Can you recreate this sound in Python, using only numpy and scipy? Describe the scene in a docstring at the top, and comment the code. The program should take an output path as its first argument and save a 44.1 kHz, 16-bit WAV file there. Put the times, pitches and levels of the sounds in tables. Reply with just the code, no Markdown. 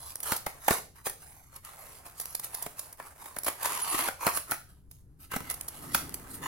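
"""In a small hard-walled room, hands open a small cardboard box over a table, heard close up at two ports.
Flaps scrape as filtered noise in strokes and pop as short bursts and damped modes; fingernails tick at the plastic.
One long pull draws the tray out: rough grains of noise ring the box, and a wavering sine squeaks twice.
The emptied box booms through a resonance, then the tray is set down and handled on the murmuring table.
Decaying noise makes the room's echoes; a low rumble and a faint hiss lie beneath."""
import sys
import numpy as np
from scipy import signal
from scipy.fft import rfft, irfft, next_fast_len
from scipy.io import wavfile
from scipy.ndimage import uniform_filter1d, map_coordinates

SR = 44100
rng = np.random.default_rng(int(sys.argv[2]) if len(sys.argv) > 2 else 0)


def unload_wav(signal):
    """Save mono or channel-first audio to the path in sys.argv[1] as 16-bit WAV at rate SR, clipped to [-1, 1]."""
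    wavfile.write(
        sys.argv[1],
        SR,
        np.round(np.clip(np.atleast_2d(signal).T, -1, 1) * 32767).astype(np.int16),
    )


N = 285327
HIT = SR // 8  # samples given to one hit
LEAD = 0.01  # seconds from the start of a hit to its peak
FREE_S = 4.58  # from here on the hands hold only the tray
ATTACK_S, RELEASE_S = 0.0047, 0.01  # shortest time constants of a stroke taking hold and letting go

# Modes of the plastic tray. Each row: frequency in Hz, relative level in dB, t60 in seconds.
TRAY_MODES = [(807, -4.5, 0.006), (1293, 3.5, 0.037), (1541, -2.5, 0.026), (2044, -5, .013),
              (2820, -6.5, .01)]
# Drone of a rubbed card panel. Each row: frequency in Hz, relative level in dB per Hz.
PANEL_COLOUR = [(200, -17), (350, -11), (620, -6), (1100, 3.5), (1500, -5), (1850, -4.5), (2900, -11.5),
                (3600, -20), (8000, -56)]
# Hiss of a rubbed surface. 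Each row: frequency in Hz, relative level in dB per Hz.
HISS_COLOUR = [(1200, -33.5), (3000, -9.5), (4500, -5), (8000, -4), (9500, 1), (11000, 6), (13000, -1.5),
               (16000, -10)]
# Bright crack of card, also its grit and creases. Each row: frequency in Hz, relative level in dB per Hz.
CRACK_COLOUR = [(300, -46), (1000, -7.5), (2000, -4.5), (3500, -5), (8000, -5.5), (10500, 1.5), (16000, -1)]
# Woody flex of the wall. Each row: frequency in Hz, relative level in dB per Hz.
WALL_COLOUR = [(150, -12.5), (650, 1.5), (2250, -2.5), (2900, -15.5), (8000, -48)]


def amp(db):
    """Decibels to gain."""
    return 10 ** (np.asarray(db) / 20)


def unit(x):
    """Scale to rms 1."""
    return x / np.sqrt(np.mean(x ** 2) + 1e-20)


def blow(x):
    """Scale a hit to the energy of 10 ms at rms 1."""
    return unit(x) * np.sqrt(SR / 100 / HIT)


def along(points, hz):
    """Interpolate (Hz, value) points on a log frequency axis."""
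    f, v = np.transpose(points)
    return np.interp(np.log(hz + 1), np.log(f), v)


def curve(points):
    """Interpolate (seconds, value) points to one value per sample."""
    s, v = np.transpose(points)
    return np.interp(np.arange(N) / SR, s, v)


def wobble(rate):
    """A smooth random curve, rate knots a second."""
    knots = rng.standard_normal(int(N * rate / SR) + 4)
    return map_coordinates(knots, [np.arange(N) * rate / SR])


def filtered(x, response):
    """Multiply the spectrum of x by a response of frequency."""
    n = x.shape[-1]
    m = 2 * next_fast_len(n // 2 + 2048)  # even, with room for the filter to ring out
    return irfft(rfft(x, m) * response(np.fft.rfftfreq(m, 1 / SR)), m)[..., :n]


def coloured(x, spectrum):
    """Filter causally (minimum phase) with the gain of a spectrum."""
    def response(hz):
        cepstrum = irfft(np.log(amp(along(spectrum, hz))))
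        half = len(cepstrum) // 2
        # folding the cepstrum forward in time makes the filter causal
        cepstrum[1:half] *= 2
        cepstrum[half + 1:] = 0
        return np.exp(rfft(cepstrum))
    return filtered(x, response)


def noise(size):
    """White noise at two ports, whose likeness depends on frequency through shared and opposed parts."""
    # Each row: frequency in Hz, left-right correlation.
    likeness = [(60, 1), (500, 0.69), (2500, 0.14), (14000, 1)]

    def mid_and_side(hz):
        angle = np.arccos(np.clip(along(likeness, hz), -1, 1)) / 2
        return np.array([np.cos(angle), np.sin(angle)])

    mid, side = filtered(rng.standard_normal((2, size)), mid_and_side)
    return np.array([mid + side, mid - side])


def grains(rate, spread_db, life, size=N):
    """Envelope of rms 1 from fibres catching at random, rate a second; power decays over life seconds."""
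    strength = amp(spread_db * np.minimum(rng.standard_normal(size), 2.3))  # limits the random draw
    catches = (rng.random(size) < rate / SR) * strength ** 2
    power = signal.lfilter([1], [1, -np.exp(-1 / (life * SR))], catches)
    return unit(np.sqrt(power))


def fade(t60, rise):
    """Envelope of a hit: a short rise to its peak at LEAD, then decay."""
    t = np.arange(HIT) / SR - LEAD
    onset = 1 / (1 + (np.minimum(t, 0) / rise) ** 4)
    return amp(-60 * np.maximum(t, 0) / t60) * onset


def ring(hz, t60):
    """One damped mode, reaching the ports at slightly different phases."""
    phase = rng.uniform(0, 2 * np.pi) + rng.normal(0, 0.11, (2, 1))
    return np.sin(2 * np.pi * hz * np.arange(HIT) / SR + phase) * fade(t60, rise=0.0013)


def resonance(hz, centre, width):
    """Response of one resonance, 1 at its centre."""
    return 1j * hz * width / (centre ** 2 - hz ** 2 + 1j * hz * width)


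def rung(x, modes):
    """What an object with these modes makes of the force x, at rms 1."""
    def body(hz):
        total = 0
        for k, (f, db, t60) in enumerate(modes):
            width = np.log(1000) / (np.pi * t60)  # Hz; a short ring makes a broad peak
            total = total + (-1) ** k * amp(db) * resonance(hz, f, width)  # signs alternate
        return total
    return unit(filtered(x, body))


def bounced(x, share):
    """Hand and table throw back a copy a moment later, which combs the sound differently each time."""
    delay = rng.uniform(0.000408, 0.0023)  # seconds
    return filtered(x, lambda hz: 1 + share * np.exp(-2j * np.pi * hz * delay))


def patchy(x, depth_db):
    """Random narrow peaks and dips drift through the rubbing, making its tone patchy."""
    z = signal.stft(x, nperseg=512)[2]
    field = rng.standard_normal(z.shape[1:])
    field = uniform_filter1d(field, size=3, axis=0)  # smooth across frequency
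    field = uniform_filter1d(field, size=24, axis=1)  # smooth over time
    return signal.istft(z * amp(depth_db * unit(field)), nperseg=512)[1][:, :N]


def stroke(start, length, swell_db, attack=ATTACK_S, release=RELEASE_S):
    """Attack, hold, release: the pressure grows or eases steadily while the contact lasts."""
    t = np.arange(N) / SR - start
    held = np.clip(t, 0, length)
    edges = np.minimum(t, 0) / attack - np.maximum(t - length, 0) / release
    return amp(swell_db * (held / length - 0.5)) * np.exp(np.maximum(edges, -20))


def add(track, s, sound, pan_db):
    """Place a hit with its peak at time s, leaning left (positive) or right."""
    start = round((s - LEAD) * SR)
    part = track[:, start:start + HIT]
    part += (sound * amp([[pan_db / 2], [-pan_db / 2]]))[:, :part.shape[1]]


def knocks(crack_db=0.0, panel_db=-4, modes_db=-8.5, flex_db=-3, thump_db=-1):
    """A panel buckles: a crack, its own short note, a woody flex, modes of box or tray, a soft push of air."""
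    # Flaps popping and the tray bumping. Each row: peak time in seconds, crack, panel body level in dB,
    # panel pitch in Hz, thump level in dB, left-right lean in dB; the mix settings trim the levels.
    bumps = [(0.3219, -24, -27.5, 910, -31.5, 2), (0.4669, -31, -28.5, 671.6, -41, 1),
             (0.684, -22.5, -19, 867, -49, -1), (0.71, -24, -22, 410, -28, 1),
             (1.069, -30.5, -31, 525, -71, 1), (2.665, -36.5, -39.5, 638, -42.5, 0),
             (3.001, -48, -40.5, 985, -70.5, 1), (3.26, -42, -44.5, 887, -68, -0.5),
             (3.367, -38, -38.5, 591, -45.5, 0), (3.467, -31, -32, 1100, -48, 3),
             (3.483, -32, -28.5, 1108, -48, 1), (3.632, -31.5, -47, 1280, -72, -2),
             (3.659, -26.5, -35.5, 997, -55.5, 1), (3.945, -35, -36.5, 374, -43.5, 1),
             (3.991, -29.5, -33, 1150, -53, 4), (4.087, -33, -28, 1460, -57.5, 2.5),
             (4.269, -23, -23.5, 902, -32.5, 2), (4.277, -32.5, -27.5, 1368, -47, 0),
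             (4.375, -29, -35, 1520, -54.5, 0.5), (4.52, -28.5, -29.5, 1388, -43.5, 1.5),
             (5.319, -37.5, -38, 1077, -51, 2), (5.338, -39, -35, 1005, -42, 0),
             (5.365, -30.5, -34, 751, -31.5, -0.5), (5.407, -44, -44, 1020, -41, -1),
             (5.9492, -19.5, -26.5, 1437, -36.5, 1.5)]
    # Modes of the box. Each row: frequency in Hz, relative level in dB, t60 in seconds.
    box_modes = [(382.4, -10.5, 0.12), (640.6, 12, 0.012), (930, -9, .045), (1092, -5, .031),
                 (1437, -3, 0.041), (1815, -3, .047)]
    # Soft push of air. Each row: frequency in Hz, relative level in dB per Hz.
    thump_colour = [(25, -11), (180, -7.5), (300, -9), (450, -16), (1000, -57.5)]
    out = np.zeros((2, N))
    for s, crack, panel, hz, thump, pan in bumps:
        modes = box_modes if s < FREE_S else TRAY_MODES
        burst = bounced(noise(HIT), share=0.39) * fade(t60=0.028, rise=0.0032)
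        edge = blow(coloured(burst, CRACK_COLOUR))
        note = blow(ring(hz, t60=0.013))
        # each bump excites the modes in its own balance
        shell = blow(sum(amp(db + rng.normal(0, 3.4)) * ring(f, t60) for f, db, t60 in modes))
        flex = blow(coloured(noise(HIT) * fade(t60=0.036, rise=0.00074), WALL_COLOUR))
        push = blow(coloured(noise(HIT) * fade(t60=0.029, rise=0.002), thump_colour))
        body = amp(panel_db) * note + amp(modes_db) * shell + amp(flex_db) * flex
        hit = amp(crack + crack_db) * edge + amp(panel) * body + amp(thump + thump_db) * push
        add(out, s, hit, pan)
    return out


def snaps(level_db=3, card_db=-16):
    """A nail slips off an edge: a brief, bright, spiky crackle that also taps the wall beneath."""
    # Fingernails and thin plastic snapping. Each row: peak time in seconds, level in dB before level_db,
    # length scale in seconds that stretches both rise and decay.
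    ticks = [(0.157, -37, 0.0026), (0.204, -40, 0.0029), (0.232, -35, 0.0052), (0.366, -33, 0.0093),
             (1.098, -38.5, 0.0035), (1.562, -45, .005), (1.65, -46, 0.0026), (2.064, -51.5, 0.0051),
             (2.2, -35, 0.0034), (2.213, -37, 0.0094), (2.257, -39, .002), (2.351, -31, 0.0038),
             (2.397, -36.5, .003), (2.446, -36, 0.0085), (2.546, -34, 0.0034), (2.627, -34, 0.0084),
             (2.793, -35.5, 0.0044), (2.929, -46.5, .004), (3.387, -34.5, 0.0023), (3.435, -37.5, 0.0032),
             (3.447, -34.5, 0.005), (4.512, -31, 0.0024), (4.914, -50.5, 0.0047), (5.501, -33, 0.0042),
             (5.512, -33.5, 0.0065), (5.542, -39, .003), (5.611, -37, 0.002), (5.684, -35.5, 0.0052),
             (6.094, -45, 0.0015), (6.143, -34.5, 0.0042)]
    # Bright snap. Each row: frequency in Hz, relative level in dB per Hz.
    snap_colour = [(150, -11), (900, -24.5), (3000, -10.5), (5000, -0.5), (8000, -2.5), (10700, 10.5),
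                   (16000, 0)]
    out = np.zeros((2, N))
    for s, db, length in ticks:
        crackle = grains(rate=3100, spread_db=4.5, life=0.00028, size=HIT)
        slips = noise(HIT) * crackle * fade(t60=5.6 * length, rise=0.42 * length)
        bright = blow(coloured(bounced(slips, share=0.94), snap_colour))
        tap = blow(coloured(slips, WALL_COLOUR))
        add(out, s, amp(db + level_db) * (bright + amp(card_db) * tap), rng.normal(0, 1))
    return out


def contact():
    """Levels of drone and surface hiss: the strokes add in power, and uneven pressure makes them flutter."""
    # Rubs of flaps and tray. Each row: start in seconds, length in seconds, drone level in dB,
    # surface hiss level in dB, swell over the stroke in dB; levels stand before flutter and mix trims.
    strokes = [(0, 0.12, -61.5, -48.5, 3), (0.247, 0.091, -45, -35.5, 6.5), (0.609, 0.12, -46, -43.5, 24),
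               (0.703, 0.084, -45, -38, -11), (0.963, 0.058, -61, -59, -4.5),
               (1.062, 0.018, -43, -35.5, -4.5), (1.219, 0.27, -65.5, -59.5, -14),
               (1.523, 0.049, -55.5, -56, 4), (1.654, 0.088, -56.5, -54, -7),
               (1.789, 0.19, -59, -53.5, -0.5), (2.057, 0.025, -51.5, -50.5, -4),
               (2.18, 0.15, -59.5, -49.5, -2.5), (2.439, 0.04, -56, -46.5, -15),
               (2.535, 0.12, -55.5, -48, -2), (2.787, 0.12, -62.5, -52.5, -13),
               (2.994, 0.094, -58, -56.5, 4), (3.213, 0.27, -60, -57, -11.5), (3.47, 0.018, -35.5, -31, -3),
               (4.213, 0.08, -38, -38, 9.5), (4.326, 0.047, -43.5, -36, 7), (4.484, 0.046, -45, -42.5, 13),
               (4.692, 0.11, -74, -70.5, -12.5), (4.919, 0.087, -87, -65, -6),
               (5.205, 0.044, -62.5, -55.5, 5), (5.316, 0.037, -44.5, -45, 4), (5.405, 0.1, -54.5, -55, 24),
               (5.736, 0.28, -54, -50.5, 5), (5.942, 0.058, -56, -39, -11), (6.047, 0.61, -60, -62, 4),
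               (6.294, 0.057, -61, -46.5, 10), (6.427, 0.036, -43.5, -43, 2)]
    ease = 0.079  # longer strokes start and end more gently, by this share of their length
    flutter_db, flutter_rate = 1, 66  # depth in dB per unit of wobble, knots a second
    power = np.zeros((2, N))
    for start, length, drone, hiss, swell in strokes:
        envelope = stroke(start, length, swell, ATTACK_S + ease * length, RELEASE_S + ease * length)
        power += np.outer(amp([drone, hiss]), envelope) ** 2
    return np.sqrt(power) * amp(flutter_db * wobble(flutter_rate))


def rubbing(drone_db=0, tray_db=0, hiss_db=-0.5, grit_db=-4):
    """Fingers and flaps rub: fine catches hiss and drive the card or the tray, coarse ones crackle on top."""
    drone, hiss = contact()
    catch = grains(rate=1000, spread_db=5, life=0.0019)
    force = noise(N) * catch
    card = amp(drone_db) * unit(coloured(force, PANEL_COLOUR))
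    tray = amp(tray_db) * rung(force, TRAY_MODES)
    body = np.where(np.arange(N) / SR < FREE_S, card, tray)
    surface = unit(coloured(noise(N) * (catch + 1), HISS_COLOUR))
    coarse = grains(rate=170, spread_db=2.5, life=0.00064)
    grit = unit(coloured(noise(N) * coarse, CRACK_COLOUR))
    skin = hiss * amp(hiss_db) * unit(surface + amp(grit_db) * grit)
    return patchy(drone * body + skin, depth_db=4.5)


def pull():
    """Force of the long pull as a gain: the tray gets going, binds for a moment and picks up until free."""
    stall_s, stall_half_s, stall_db = 3.8, 0.11, -5  # centre and half width in seconds, dip in dB
    stall = np.exp(-((np.arange(N) / SR - stall_s) / stall_half_s) ** 2)
    effort = stroke(start=3.645, length=0.442, swell_db=0, attack=0.026, release=0.0055)
    return effort * amp(stall_db * stall)


def sleeve(level_db=-40, drone_db=-37.5, hiss_db=-33.5):
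    """The tray's edges scrape roughly along the card in many uneven catches and ring the box."""
    # The box ringing around the sliding tray. Each row: frequency in Hz, relative level in dB, t60 in seconds.
    sleeve_modes = [(1070, 3.5, .0065), (2750, -8, 0.0023), (4460, -1.5, .03)]
    catch = grains(rate=1100, spread_db=5.0, life=0.0026)
    force = noise(N) * catch
    box = amp(level_db) * rung(noise(N) * catch, sleeve_modes)
    drone = amp(drone_db) * unit(coloured(force, PANEL_COLOUR))
    hiss = amp(hiss_db) * unit(coloured(force, HISS_COLOUR))
    return pull() * patchy(box + drone + hiss, depth_db=2.5)


def squeaks(pitch_hz=9950, waver_hz=60):
    """The sliding tray sticks and slips, locking briefly into a thin, unsteady whistle."""
    # Each row: centre in seconds, half length in seconds, level in dB.
    whistles = [(3.829, 0.012, -29), (3.908, 0.013, -32)]
    t = np.arange(N) / SR
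    level = sum(amp(db) * np.exp(-((t - s) / half) ** 4) for s, half, db in whistles)
    cycles = np.cumsum(pitch_hz + waver_hz * wobble(120)) / SR
    return level * unit(np.sin(2 * np.pi * cycles))


def fingers(uneven_db=0.5, crease_db=-5.0):
    """Skin creeps on the card in tiny slips while the hands keep their hold, and creases crackle on top."""
    # Fingertips creeping on their hold. Each row: start in seconds, length in seconds, level in dB of the slips.
    grips = [(0, .6, -58), (1.639, 2.3, -57.5), (5.343, 1.3, -54)]
    # Skin on card. Each row: frequency in Hz, relative level in dB per Hz.
    skin_colour = [(200, -10), (450, -6.5), (650, -1.5), (1200, -3.5), (2200, -10.5), (4000, -23),
                   (10500, -10.5), (16000, -17.5)]
    level = sum(amp(db) * stroke(start, length, 0) for start, length, db in grips)
    creeping = grains(rate=280, spread_db=-2.0, life=0.0068)
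    slips = unit(coloured(noise(N) * creeping, skin_colour))
    folding = grains(rate=41, spread_db=4.0, life=0.0007)
    creases = unit(coloured(noise(N) * folding, CRACK_COLOUR))
    return level * amp(uneven_db * wobble(4.1)) * (slips + amp(crease_db) * creases)


def hollow(x, level_db=2):
    """Once the tray is nearly out, the air in the box booms with every scrape and bump for a while."""
    near = stroke(start=3.92, length=0.7, swell_db=0)  # the emptied box is near
    return amp(level_db) * filtered(x * near, lambda hz: resonance(hz, centre=300, width=160) ** 2)


def table():
    """The tray shifts on the table, and the table top murmurs under it as modes driven by noise."""
    # The tray shifting on the table. Each row: time in seconds, level in dB.
    drag = [(4.3, -71.5), (5.3, -66), (5.37, -49), (5.55, -61), (5.7, -66), (5.8, -49.5), (6.0, -46),
            (6.28, -53.5), (6.47, -45)]
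    # Modes of the table top. Each row: frequency in Hz, relative level in dB, t60 in seconds.
    table_modes = [(58.3, 1.5, .2), (145.3, -2, 0.059), (269, -1.5, 0.035), (432, -12.5, .012)]
    return amp(curve(drag)) * rung(noise(N), table_modes)


def tail(delay=0.006):
    """The walls answer after a short gap; each frequency dies at its own speed, and the bass is weak."""
    # Decay of the room. Each row: frequency in Hz, t60 in seconds.
    room_decay = [(150, 0.72), (1000, 0.26), (5000, 0.4), (16000, 0.28)]
    hz, t, z = signal.stft(noise(SR // 2), SR, nperseg=256)
    bass_cut = (hz / np.hypot(hz, 400))[:, None] ** 2
    dying = amp(-60 * t / along(room_decay, hz)[:, None])
    decay = signal.istft(z * bass_cut * dying, SR, nperseg=256)[1]
    decay = decay / np.linalg.norm(decay[0])
    return np.pad(decay, ((0, 0), (round(delay * SR), 0)))


def room(x, count=40):
    """Each of count slices of time gets a freshly drawn noise tail as its echo."""
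    out = np.zeros((2, N + SR))
    for index in np.array_split(np.arange(N), count):
        echo = signal.fftconvolve(x[:, index], tail(), axes=1)
        out[:, index[0]:index[0] + echo.shape[1]] += echo
    return out[:, :N]


def rumble(level_db=1, hiss_db=-80):
    """The low background of the room as bass-heavy noise, and a faint steady hiss."""
    # Each row: time in seconds, level in dB before level_db.
    swell = [(0.0, -58), (0.8, -61), (3.3, -64), (5.1, -56.5), (6.47, -56.5)]
    # Low background. Each row: frequency in Hz, relative level in dB per Hz.
    low_colour = [(35, 0), (57, 2), (85, 2.5), (150, -2.5), (220, -15.5), (400, -32), (1400, -35),
                  (4000, -54)]
    hiss = amp(hiss_db) * unit(coloured(noise(N), HISS_COLOUR))
    return amp(curve(swell) + level_db) * unit(coloured(noise(N), low_colour)) + hiss


def scene(knock_room_db=-7, snap_room_db=-11.0, rub_room_db=-8.5):
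    """Everything the hands do, dry and through the room, over the table and the background."""
    bumps, ticks = knocks(), snaps()
    slide = rubbing() + sleeve() + fingers() + squeaks()
    send = amp(knock_room_db) * bumps + amp(snap_room_db) * ticks + amp(rub_room_db) * slide
    return bumps + ticks + slide + hollow(bumps + slide) + room(send) + table() + rumble()


def record(dry, top_hz=16000):
    """The ports differ in level and phase at each frequency, and the band ends steeply at top_hz."""
    # Each row: frequency in Hz, left-right level difference in dB.
    tilt = [(160, 2), (270, 0.5), (450, 0.5), (740, -2.5), (1220, 0), (2010, -1.0), (3330, -0.5), (5500, 1),
            (9080, -5.5), (15000, 0.5)]
    # Each row: frequency in Hz, phase in radians by which left leads.
    skew = [(30, 0.94), (120, -0.006), (600, 0.65), (2000, -0.97), (4000, -1.11), (13000, -1.75)]
    side = np.array([[1], [-1]]) / 2  # each port takes half of the difference

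    def ports(hz):
        gain = amp(side * along(tilt, hz))
        phase = np.exp(1j * side * along(skew, hz))
        return gain * phase * (hz < top_hz)

    return filtered(dry, ports)


dry = scene()
out = record(dry)
unload_wav(out)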